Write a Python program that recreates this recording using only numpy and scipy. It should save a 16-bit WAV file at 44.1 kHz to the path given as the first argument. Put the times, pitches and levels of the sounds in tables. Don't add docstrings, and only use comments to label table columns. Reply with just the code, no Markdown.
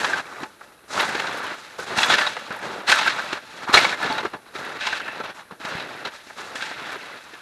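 import sys
import numpy as np
from scipy import signal
from scipy.io import wavfile
from scipy.ndimage import uniform_filter1d

SR = 44100
rng = np.random.default_rng(int(sys.argv[2]) if len(sys.argv) > 2 else 0)


def unload_audio(sound):
    columns = np.transpose(np.atleast_2d(sound))
    steps = np.round(np.clip(columns, -1, 1) * 32767)
    wavfile.write(sys.argv[1], SR, steps.astype(np.int16))


N = 326781

# weight_db, grit_db, powder_db; last hollow_hz
STROKE_EVENTS = [(0, 0.001, 0.2, -25, -19, -10.5, -7, -13, 1380),
                 (0.2, 0.039, 0.21, -40, 26, -6, -12, -16, 1400),
                 (0.451, 0.011, 0.082, -50.5, -45.5, -7, -8, -6, 900),
                 (0.58, 0.018, 0.13, -51, -40, -19, -19, -9, 1300),
                 (0.877, 0.0044, 0.052, -48, 283, -5, -16, -1.5, 1390),
                 (0.9, 0.086, 0.049, -22, 0, -10, -7, -12.5, 1010),
                 (1.03, 0.019, 0.67, -27.5, -7, -8.5, -6.5, -15.5, 1370),
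                 (1.529, 0.01, 0.28, -41.5, -16, -11, -2.5, -9, 1490),
                 (1.779, 0.011, 0.066, -32.5, -67, -4.5, -9, -9, 1250),
                 (1.855, 0.015, 0.1, -32, 26, -6, -4.5, -13.5, 1260),
                 (1.95, 0.029, 0.094, -23, -12, -10, -3.5, -7, 1280),
                 (2.07, 0.035, 0.049, -18.5, -109, -8.5, 1.5, -11, 1380),
                 (2.15, 0.026, 0.1, -22.5, -56, -17, -3, -14, 1540),
                 (2.27, 0.023, 0.21, -33.5, -36, -7.5, -1.5, -11, 1370),
                 (2.49, 0.034, 0.092, -31, -100, -10.5, -7.5, -22, 1360),
                 (2.59, 0.053, 0.27, -32, -27, -3.5, -6.5, -15.5, 1220),
                 (2.863, 0.03, 0.11, -20, -30, -15, -1, -9, 1440),
                 (2.97, 0.029, 0.13, -26, -9, -13, 0.5, -13, 1440),
                 (3.09, 0.048, 0.24, -31, -3, -11.5, -3, -15.5, 1350),
                 (3.38, 0.038, 0.23, -50, 62, -6.5, -1.5, -11, 1300),
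                 (3.659, 0.034, 0.029, -22.5, -114, -15, -12, -23.5, 900),
                 (3.725, 0.014, 0.053, -14.5, -117, -10.5, -2, -7.5, 1340),
                 (3.792, 0.021, 0.13, -22, -54, -9.5, -1, -13, 1250),
                 (3.938, 0.11, 0.16, -26, -29, -6.5, -4, -19, 1120),
                 (4.223, 0.0067, 0.037, -31, 25, -5, -10, -26, 1190),
                 (4.27, 0.037, 0.037, -49.5, -57, -1, 2, -9, 1450),
                 (4.329, 0.0064, 0.013, -32.5, 100, -3.5, -12, -33, 930),
                 (4.36, 0.01, 0.056, -57, -50, -8, -7, -18, 900),
                 (4.455, 0.0057, 0.089, -47.5, -67, -13, -3, -26, 1230),
                 (4.529, 0.024, 0.22, -33.5, 3, -7, -7, -18, 1340),
                 (4.775, 0.054, 0.15, -31, -14, -13.5, 1.5, -13.5, 1460),
                 (4.99, 0.013, 0.21, -36.5, 13, -7, -7, -23, 1550),
                 (5.23, 0.0078, 0.073, -33.5, -22, -7.5, -6, -35, 1380),
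                 (5.339, 0.011, 0.061, -41.5, 75, -14, -10, -16, 1090),
                 (5.504, 0.008, 0.041, -34, -438, -7, -11, -27, 1116),
                 (5.594, 0.0079, 0.099, -37.5, 93, -13, -6.5, -16, 1290),
                 (5.68, 0.05, 0.11, -30.5, -35, -6.5, -4, -23, 1430),
                 (5.81, 0.042, 0.18, -38, 1, -3.5, -6, -18, 1450),
                 (6.04, 0.0093, 0.035, -31.5, -56, -9.5, -5, -29, 1580),
                 (6.09, 0.051, 0.112, -43, -109, -24, 1, -7, 1490),
                 (6.22, 0.034, 0.14, -53.5, 15, -10, 2, 0, 1500),
                 (6.355, 0.029, 0.22, -36, -18, -6.5, -5, -11.5, 1300),
                 (6.549, 0.0056, 0.048, -31, -93, -10, -6, -9, 1600),
                 (6.599, 0.016, 0.13, -35, -26, -7.5, 1.5, -8.5, 1600),
                 (6.73, 0.05, 0.18, -35, 20, -9, -5.5, -19, 1440),
                 (6.96, 0.034, 0.21, -38.5, -5, -10.5, -3.5, -15, 1500),
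                 (7.15, 0.029, 0.39, -47, 10, -32, -4, -13.5, 1590)]
# weight_db_per_s, crunch_db_per_s, grit_db_per_s, powder_db_per_s
SETTLING_SLOPES = (-8.5, 0, -6, -19.5)
# weight_db, crunch_db, grit_db, powder_db
TRICKLE_LEVELS = (-57.5, -54, -58.5, -63)
# frequency_hz, level_db
SNOW_COLOUR = [(18, -100), (30, -19), (244, -8), (760, -1.5), (863, 0.5), (1110, -3), (1500, 2),
               (2430, -5.5), (2690, -5), (2970, -9.5), (4030, -9), (4680, -13.5), (7190, -19), (12500, -36),
               (16300, -103), (22000, -120)]
# low_edge_hz, high_edge_hz, cracks_per_s, size_spread_db, gain_db
GRAIN_KINDS = [(106, 590, 900, 2.5, -1), (564, 1830, 3500, 2, -5.5), (2390, 5140, 4000, 0, -3),
               (4970, 31000, 16000, 2.5, -1.5)]
# start_s, level_db (before a trim for each grain kind), grit_db and ring_db (relative
# to the lump, before trims), struck_spot_hz
LUMP_EVENTS = [(0.043, -4, -6.5, -29, 1760), (0.092, -15, -11, -10, 1570), (0.13, -15.5, -6, 0.5, 1584),
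               (0.173, -13.5, -11, -11, 1400), (0.431, -14.5, -9.5, -18, 830),
               (0.609, -23.5, -28, -23, 1550), (0.634, -30, -18, -11, 596), (0.903, -18, -21, -6, 1350),
               (0.943, -21, -17, -18, 1380), (0.996, -5.5, -4, -0.5, 2940), (1.026, -7.5, -30, -4.5, 930),
               (1.148, -12.5, -3.5, -4, 1740), (1.195, -11, -4.5, -26, 1400), (1.267, -19, 0.5, -3, 1680),
               (1.515, -28, -7, -15, 1620), (1.79, -19.5, -11, -15, 1240), (1.982, -2, -6, -7, 2770),
               (2.004, -10, -10, -3.5, 864), (2.029, -4.5, -1, -5, 3360), (2.099, 1, -13, -9, 3370),
               (2.122, -4, -4, -19, 2540), (2.134, -6, -1, -7, 1740), (2.182, -2.5, -5.5, -20, 1640),
               (2.211, -4, -8.5, -9.5, 1730), (2.265, -5.5, -10, -10, 3720), (2.366, -10, -19, -29, 1480),
               (2.505, -11, -34.5, -26, 1340), (2.875, -18, 4, 0, 4220), (2.894, -7, 1.5, -13, 1540),
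               (2.916, 0.5, -0.5, -8, 1760), (2.987, -11, 0, -1, 920), (3.01, -7, -9, -7, 1230),
               (3.058, -13.5, -10, 4, 1550), (3.073, -6, -4, -8.5, 1570), (3.187, -11, -11, -9.5, 1570),
               (3.327, -8, -6.5, -24, 1760), (3.625, -21, -26, -12, 1205), (3.69, -22, -26, -3, 860),
               (3.739, 6.5, -8, -7, 4230), (3.744, 2.5, -23, -5.5, 1360), (3.77, 1.5, -4, -7.5, 2260),
               (3.787, -3, -3.5, -19, 2250), (3.844, 0, -8.5, -11, 2250), (3.924, -11, -24, -2, 1940),
               (4.025, -16, -25, 3.5, 1740), (4.098, -16, -25, 1.5, 870), (4.181, -5.5, -16, -5, 990),
               (4.231, -18, -22, -4, 880), (4.25, -11, -14, -9, 1440), (4.336, -16.5, -26, -19, 840),
               (4.556, -22, -3, -1, 1400), (4.807, -20.5, -2, 0, 1570), (4.867, -10.5, -0.5, -4, 1010),
               (4.925, -16.5, -3.5, 3, 1730), (4.998, -14.5, -9, -9, 1654), (5.078, -14.5, -14, -9, 1760),
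               (5.2, -14.5, -18, -7.5, 1480), (5.235, -25, -10, -7, 1690), (5.391, -26, -26, -4.5, 860),
               (5.51, -31, -35, -16, 1150), (5.649, -15, -4, -20, 646), (5.797, -23.5, 2, -17, 3800),
               (6.051, -19, -1.5, -8, 3700), (6.07, -19, -4.5, -13.5, 1570), (6.266, -28.5, -7, -12, 1890),
               (6.3, -19.5, -34, -25, 1490), (6.385, -31, -4, 5, 760), (6.554, -23.5, 2.5, -3.5, 1730),
               (6.621, -20.5, 3.5, 0, 1580), (6.712, -15, -17, -11.5, 1600),
               (6.961, -37, -20.5, -18.5, 825), (7.335, -30, -2, -6, 1710)]
# start_s, level_db (before the trims of packing and thud)
THUMP_EVENTS = [(0.43, -24.5), (0.943, -37), (1.149, -25), (1.515, -35), (1.79, -22.5), (1.978, -21),
                (2.21, -29), (2.369, -32), (2.505, -29), (3.328, -23.5), (3.693, -20.5), (3.744, -29),
                (3.772, -17), (4.1, -24), (4.232, -27), (4.25, -18), (4.337, -30.5), (4.554, -28),
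                (5.2, -25), (5.238, -40), (5.521, -35), (5.601, -37), (5.649, -28.5), (5.75, -26),
                (6.072, -38), (6.268, -42), (6.712, -33), (6.96, -28.5), (7.334, -37)]
# mode_hz, level_db, t60_s
BLADE_MODES = [(591, -5, 0.13), (870, -1, 0.2), (1015, -9.5, 0.031), (1334, -1, 0.058), (1566, -0.5, 0.049),
               (1732, -2.5, 0.1), (2097, -7.5, 0.17), (2254, -2.5, 0.029), (2665, -8, 0.043),
               (2802, -9.5, 0.076), (3388, -3.5, 0.079), (3820, 1, 0.022), (4160, -5, 0.073),
               (5500, -27, 0.12)]
# start_s, level_db, fade_s
BRUSH_EVENTS = [(4.768, -36.5, 0.25), (5.026, -39.5, 0.1), (5.603, -45, 0.27), (6.51, -51, 0.78)]
# frequency_hz, level_db
AIR_COLOUR = [(18, -12), (30, -9.5), (384, -7.5), (470, -5.5), (653, -16.5), (1360, -14), (2250, -66),
              (10200, -17.5), (12500, -20.5), (16300, -23), (22000, -120)]

RISE_CURVE, STOP_S = 1.14, 0.014
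TRICKLE_HZ = 1340
HOLLOW_DRIFT = 0.11
CRUMB_LOW_HZ, CRUMB_HIGH_HZ, CRUMB_CYCLES = 593, 4510, 8.1
CRUMBS_PER_S, CRUMB_DB = 9, -12
LUMP_RISE_S, LUMP_S, LUMP_FADE_POWER = 0.0028, 0.0094, 1.55
CREAK_S, CREAK_DB = 0.006, -17
THUMP_S, PUSH_S = 0.014, 0.0022
BRUSH_RISE_S, AIR_DB = 0.062, -58
EDGE_HZ = 12600


def strokes():
    power = gain_of(TRICKLE_LEVELS)[:, None] ** 2 * np.ones(N)
    weighted_pitch = power[1] * TRICKLE_HZ
    for start, rise, hold, db, db_per_s, weight_db, grit_db, powder_db, hollow_hz in STROKE_EVENTS:
        later = [s + r for s, r, *_ in STROKE_EVENTS if s > start]
        if later:
            hold = min(hold, later[0] - start - rise)
        t = np.arange(-rise, hold + .1, 1 / SR)
        swell = np.minimum(1 + t / rise, 1) ** RISE_CURVE
        stop = np.exp(-np.maximum(t - hold, 0) / STOP_S)
        shape = swell * stop * gain_of(db + db_per_s * np.clip(t, 0, hold))
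        for kind, rel_db in enumerate((weight_db, 0, grit_db, powder_db)):
            settling_db = SETTLING_SLOPES[kind] * (t - hold / 2)
            add(power[kind], start, (shape * gain_of(rel_db + settling_db)) ** 2)
        add(weighted_pitch, start, shape ** 2 * hollow_hz)
    return np.sqrt(power), weighted_pitch / power[1]


def snow(levels, hollow_hz, bursts):
    out = np.zeros(N)
    slips_db = 0.94 * wander(40)
    for (lo_hz, hi_hz, per_s, spread_db, db), level, burst in zip(GRAIN_KINDS, levels, bursts):
        def band_db(hz):
            edges = (1 + (lo_hz / (hz + 1)) ** 6) * (1 + (hz / hi_hz) ** 6)
            return read(SNOW_COLOUR, hz) - 10 * np.log10(edges)

        steady = level * gain_of(db + slips_db + 1.5 * wander(11.2))
        grains = cracks(per_s, spread_db) * np.sqrt(steady ** 2 + burst)
        out += signal.oaconvolve(grains, causal(band_db))[:N]
    hz = hollow_hz * np.exp(HOLLOW_DRIFT * wander(6.5))
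    hollow = evened(resonate(resonate(cracks(1500, 2.0), hz, 770), hz, 800))
    return out + hollow * levels[1] * gain_of(-5.0 + slips_db)


def crumbs(crunch):
    out, t = np.zeros(N), np.arange(2000) / SR
    for hz in np.geomspace(CRUMB_LOW_HZ, CRUMB_HIGH_HZ, 16):
        turns = hz * t
        envelope = turns * np.exp(-2 * turns / CRUMB_CYCLES)
        roughness = 1 + 0.33 * rng.standard_normal(len(t))
        crumb = np.sin(2 * np.pi * turns) * envelope * roughness
        crumb /= np.linalg.norm(crumb)
        size_gain = gain_of(read(SNOW_COLOUR, hz)) * np.sqrt(hz)
        out += size_gain * signal.oaconvolve(cracks(CRUMBS_PER_S, 3.7), crumb)[:N]
    return crunch * gain_of(CRUMB_DB) * evened(out)


def lumps():
    grains, modes = np.zeros((4, N)), np.zeros((len(BLADE_MODES), N))
    lead = .03
    t = np.arange(-lead, .05, 1 / SR)
    after = np.maximum(t, 0)
    creak = gain_of(CREAK_DB) * np.exp(-abs(t) / CREAK_S)
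    rise = np.hypot(1 - np.exp(-after / LUMP_RISE_S), creak)
    fade = np.exp(-(after / LUMP_S) ** LUMP_FADE_POWER)
    for s, db, grit_db, ring_db, spot_hz in LUMP_EVENTS:
        power = (gain_of(db) * rise * fade) ** 2
        for kind, rel_db in enumerate((-11.0, grit_db - 6.0, grit_db - 22.0), 1):
            add(grains[kind], s - lead, gain_of(rel_db) ** 2 * power)
        for k, (hz, _, _) in enumerate(BLADE_MODES):
            detuning_db = min(51.0 * abs(np.log2(hz / spot_hz)), 20.0)
            add(modes[k], s - lead, gain_of(ring_db - detuning_db) ** 2 * power)
    packing = rise * np.exp(-(after / THUMP_S) ** 2)
    for s, db in THUMP_EVENTS:
        add(grains[0], s - lead, (gain_of(db - 9.5) * packing) ** 2)
    return grains, modes


def snaps():
    clicks = np.zeros(N)
    for (s, db, *_), sign in zip(LUMP_EVENTS, rng.choice([-1., 1.], len(LUMP_EVENTS))):
        add(clicks, s + 0.00154, np.array([sign * gain_of(db - 2.5)]))
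    return signal.oaconvolve(clicks, causal(lambda hz: read(SNOW_COLOUR, hz)))[:N]


def thuds():
    out, t = np.zeros(N), np.arange(3000) / SR
    envelope = t / PUSH_S * np.exp(1 - t / PUSH_S)
    for (s, db), chance in zip(THUMP_EVENTS, rng.random(len(THUMP_EVENTS))):
        hz = 290 * (0.49 + 1.22 * chance)
        add(out, s, gain_of(db - 1.0) * np.sin(2 * np.pi * hz * t) * envelope)
    return out


def blade(grit, bursts):
    rub = grit * gain_of(-14.0)
    t, out = np.arange(4000) / SR, np.zeros(N)
    for (hz, db, t60), burst in zip(BLADE_MODES, bursts):
        ring = gain_of(-60 * t / t60) * np.sin(2 * np.pi * hz * t)
        ring /= np.linalg.norm(ring)
        strikes = cracks(1500, 2.1) * np.sqrt(burst + rub ** 2)
        out += gain_of(db) * signal.oaconvolve(strikes, ring)[:N]
    return out


def rustle():
    level, hz = np.zeros(N), 2640 * np.exp(0.017 * wander(2.5))
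    for s, db, fade_s in BRUSH_EVENTS:
        t = np.arange(0, 2 * fade_s, 1 / SR)
        add(level, s, gain_of(db) * np.minimum(t / BRUSH_RISE_S, 1) * np.exp(-(t / fade_s) ** 2))
    return level * evened(resonate(resonate(cracks(2500, 2.4), hz, 380), hz, 380))


def air():
    colour = causal(lambda hz: read(AIR_COLOUR, hz))
    return gain_of(AIR_DB) * signal.oaconvolve(rng.standard_normal(N), colour)[:N]


def gain_of(db):
    return 10 ** (np.asarray(db) / 20)


def evened(x):
    return x / np.sqrt(np.mean(x ** 2) + 1e-20)


def read(points, hz):
    f, value = np.transpose(points)
    return np.interp(np.log(hz + 1), np.log(f + 1), value)


def add(mix, s, sound):
    part = mix[round(s * SR):][:len(sound)]
    part += sound[:len(part)]


def causal(db_at):
    hz = abs(np.fft.fftfreq(8192, 1 / SR))
    log_gain = np.log(gain_of(np.maximum(db_at(hz), -110)))
    taps = np.fft.ifft(np.exp(np.conj(signal.hilbert(log_gain)))).real[:3000]
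    return taps / np.linalg.norm(taps)


def wander(corner_hz):
    noise = uniform_filter1d(rng.standard_normal(N), 40)
    return evened(signal.lfilter([1], [1, -np.exp(-2 * np.pi * corner_hz / SR)], noise))


def cracks(per_s, spread_db):
    size = gain_of(spread_db * np.minimum(rng.exponential(1, N), 5)) * rng.choice([-1., 1.], N)
    return evened(size * (rng.random(N) < per_s / SR))


def resonate(x, hz, width_hz):
    turn = np.exp(2j * np.pi * np.cumsum(hz) / SR)
    r = np.exp(-np.pi * width_hz / SR)
    return 2 * (turn * signal.lfilter([1 - r], [1, -r], x / turn)).real


def scene():
    levels, hollow_hz = strokes()
    grain_bursts, mode_bursts = lumps()
    mix = snow(levels, hollow_hz, grain_bursts) + crumbs(levels[1]) + snaps() + thuds()
    mix += blade(levels[2], mode_bursts) + rustle() + air()
    return np.tile(mix, (2, 1))


def record(dry):
    thin = signal.lfilter(*signal.butter(2, 42, "high", fs=SR), dry)
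    rounded = thin / (1 + abs(thin) ** 6) ** (1 / 6)
    band_limit = signal.firwin(511, EDGE_HZ, window=("kaiser", 9), fs=SR)
    return signal.oaconvolve(rounded, band_limit[None], "same")


dry = scene()
out = record(dry)
unload_audio(out)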